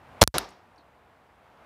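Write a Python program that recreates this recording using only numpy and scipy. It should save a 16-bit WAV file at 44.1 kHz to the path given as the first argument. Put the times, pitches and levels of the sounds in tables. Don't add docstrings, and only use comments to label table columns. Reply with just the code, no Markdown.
import sys
import numpy as np
from scipy import signal
from scipy.fft import rfft, irfft
from scipy.io import wavfile
from scipy.ndimage import uniform_filter1d

SR = 44100
rng = np.random.default_rng(int(sys.argv[2]) if len(sys.argv) > 2 else 0)


def store_pcm(level_fs):
    pcm = np.round(np.clip(level_fs, -1, 1) * 32767).astype(np.int16)
    wavfile.write(sys.argv[1], SR, np.atleast_2d(pcm).T)


def nominal_scale(level):
    x = np.asarray(level, float) / 20
    return 10 ** x


N = 72765
BLAST_S = .2165

# [t/s, level/dB, extra weight of the lowest body mode/dB]
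CLACKS = [
    (0.2283, 8.5, -2),
    (.23785, 11, 3),
    (0.276, 8.5, 4.5),
    (.38275, -4, -7),
]


def level(x):
    return x / np.sqrt(np.mean(x ** 2))


def band(hz, width):
    low = hz / (1 + width / 2)
    high = min(hz * (1 + width / 2), .47 * SR)
    sos = signal.butter(2, [low, high], "band", fs=SR, output="sos")
    return level(signal.sosfilt(sos, rng.standard_normal(N)))


def coloured(spectrum):
    hz, db = np.array(spectrum, float).T
    f = np.maximum(np.arange(N // 2 + 1) * SR / N, 1)
    gain = nominal_scale(np.interp(np.log(f), np.log(hz), db))
    return level(irfft(rfft(rng.standard_normal(N)) * gain, N))


def fade(start, t60, rise=.0001):
    u = np.maximum(np.arange(N) / SR - start, 0)
    attack = 1 - np.exp(-u / max(rise, 1e-5))
    decay = np.exp(-np.log(1000) * u / max(t60, 1e-3))
    return attack * decay


def ring(start, hz, t60):
    return fade(start, t60) * np.sin(2 * np.pi * hz * (np.arange(N) / SR - start))


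def walk(rate):
    k = int(SR / rate)
    return level(uniform_filter1d(uniform_filter1d(rng.standard_normal(N), k), k))


def air():
    # [f/Hz, level/dB per Hz]
    air_spectrum = [(25, -7.5), (59, -2), (100, -8), (400, -11), (830, -5), (2500, -20), (6300, -38.5),
                    (16000, -45)]
    # [t/s, level/dB]
    air_level = [(0, -54), (.2, -50), (.35, -57.5), (.8, -58.5), (1.4, -59), (1.65, -53.5)]
    rumble_hz, rumble_db, rumble_end_s = 80, -60, .21
    t = np.arange(N) / SR
    tone_db = np.interp(t, *np.array(air_level).T) + 0.4 * walk(12)
    tone = coloured(air_spectrum) * nominal_scale(tone_db)
    rumble = nominal_scale(rumble_db + walk(6.8)) * band(rumble_hz, 1.1) * (t < rumble_end_s)
    return tone + rumble


def blast():
    # [t/s, f/Hz, level/dB, t60/s]
    barrel_rings = [
        (.2166, 930, -4, .02),
        (.21825, 640, 8, .0095),
        (.2289, 790, 16, .0095),
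    ]
    valve = nominal_scale(-13) * fade(.2128, .08, rise=.002) * band(4200, 2.2)
    gas = nominal_scale(-6) * fade(BLAST_S, .07, rise=.00027) * band(4050, 1.2)
    barrel = sum(nominal_scale(db) * ring(s, hz, t60) for s, hz, db, t60 in barrel_rings)
    return valve + gas + barrel


def tail():
    # [f/Hz, level/dB per Hz]
    wash_spectrum = [(40, -14), (160, -3.5), (390, -1.5), (900, -1.5), (2900, -14), (5400, -10.5),
                     (7500, -23.5), (16000, -38.5)]
    build_s = .02
    wash = coloured(wash_spectrum) * nominal_scale(walk(60))
    low = signal.sosfilt(signal.butter(2, 6000, fs=SR, output="sos"), wash)
    high = wash - low
    late = low * fade(BLAST_S, .4, build_s) + high * fade(BLAST_S, .36, build_s)
    early = nominal_scale(-2) * coloured(wash_spectrum) * fade(BLAST_S, .24, build_s)
    boom = nominal_scale(-13) * ring(BLAST_S, 52.1, .35)
    hum = nominal_scale(-13.5) * ring(BLAST_S, 385, .35)
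    return boom + hum + early + nominal_scale(-9) * late


def slide():
    # [f/Hz, level/dB, t60/s]
    body_modes = [(1363, -3.5, .012), (3080, -9.5, 0.0034), (4030, -3, .0045), (4800, -8, .004),
                  (7460, -11, 0.003), (9750, -4.5, .006), (11570, -10.5, .004)]
    # [f/Hz, level/dB, t60/s]
    spring_rings = [(3710, -41, .12), (10830, -58, .12), (13260, -51, .1), (13920, -60, .1)]
    crack_db, crack_t60_s = -17.5, .02
    out = sum(nominal_scale(db) * ring(CLACKS[-1][0], hz, t60) for hz, db, t60 in spring_rings)
    for s, db, low_db in CLACKS:
        body = 0
        for k, (hz, mode_db, t60) in enumerate(body_modes):
            body = body + nominal_scale(mode_db + low_db * (k == 0)) * ring(s, hz, t60)
        crack = nominal_scale(crack_db) * fade(s, crack_t60_s) * band(5000, 2.5)
        out = out + nominal_scale(db) * (body + crack)
    return out


def pellet():
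    # [t/s, level/dB, f/Hz, t60/s]
    bounces = [(.487, -67, 13000, .04), (.488, -62, 10000, .04), (.489, -55, 6900, .03),
               (.502, -62, 8200, .04), (0.504, -64.5, 10500, 0.047), (.760, -60, 5300, .02),
               (.779, -61, 4300, 0.044), (.785, -59, 4370, 0.019), (.779, -73, 9000, .04),
               (.785, -68, 6000, 0.027), (0.781, -57, 295, .08), (0.795, -64.5, 4100, 0.056),
               (.806, -68, 4100, 0.075), (1.573, -69, 4800, .02)]
    return sum(nominal_scale(db) * fade(s, t60, rise=.00072) * band(hz, .16) for s, db, hz, t60 in bounces)


def whistle():
    start_s, length_s = .685, .095
    start_hz, rise_hz_per_s = 9400, 3000
    u = np.clip(np.arange(N) / SR - start_s, 0, length_s)
    tone = np.sin(2 * np.pi * (start_hz * u + rise_hz_per_s * u ** 2 / 2))
    swell = np.sqrt(np.abs(np.sin(np.pi * u / length_s)))
    return nominal_scale(-90 + 2 * walk(60)) * swell * tone


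def scene():
    return (air() + blast() + tail() + slide() + pellet() + whistle())[None]


def top_cut(x):
    return signal.sosfilt(signal.butter(12, 16850, fs=SR, output="sos"), x)


def record(dry):
    # [t/s, pressure]
    stage_needs = [(.2203, -0.7018), (.2213, 0.11), (.228, 0.2), (.2293, 1.9), (.2297, 2), (.28, 2),
                   (0.342, 1.5)]
    rail_start, rail_end, ceiling = -.7, -.035, .74
    rail_holds_s, wake_s = .232, .3418
    t = np.arange(N) / SR
    bled = np.clip((t - rail_holds_s) / (wake_s - rail_holds_s), 0, 1)
    charge = np.cos(np.pi / 2 * bled) ** 2
    jolt = -.1 * fade(CLACKS[2][0], .15, rise=.003)
    rail = rail_end + (rail_start - rail_end) * charge + jolt
    needed = np.interp(t, *np.array(stage_needs).T)
    blocked = np.clip(dry - needed + rail, rail, ceiling)
    hiss = nominal_scale(-84) * rng.standard_normal(N)
    x = np.where(t < wake_s, blocked, dry) + hiss
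    x = signal.sosfilt(signal.butter(4, 57, "high", fs=SR, output="sos"), x)
    x = np.clip(x, -.9, .88)
    x = signal.sosfiltfilt(signal.butter(10, 15500, fs=SR, output="sos"), x)
    return top_cut(x)


dry = scene()
out = record(dry)
store_pcm(out)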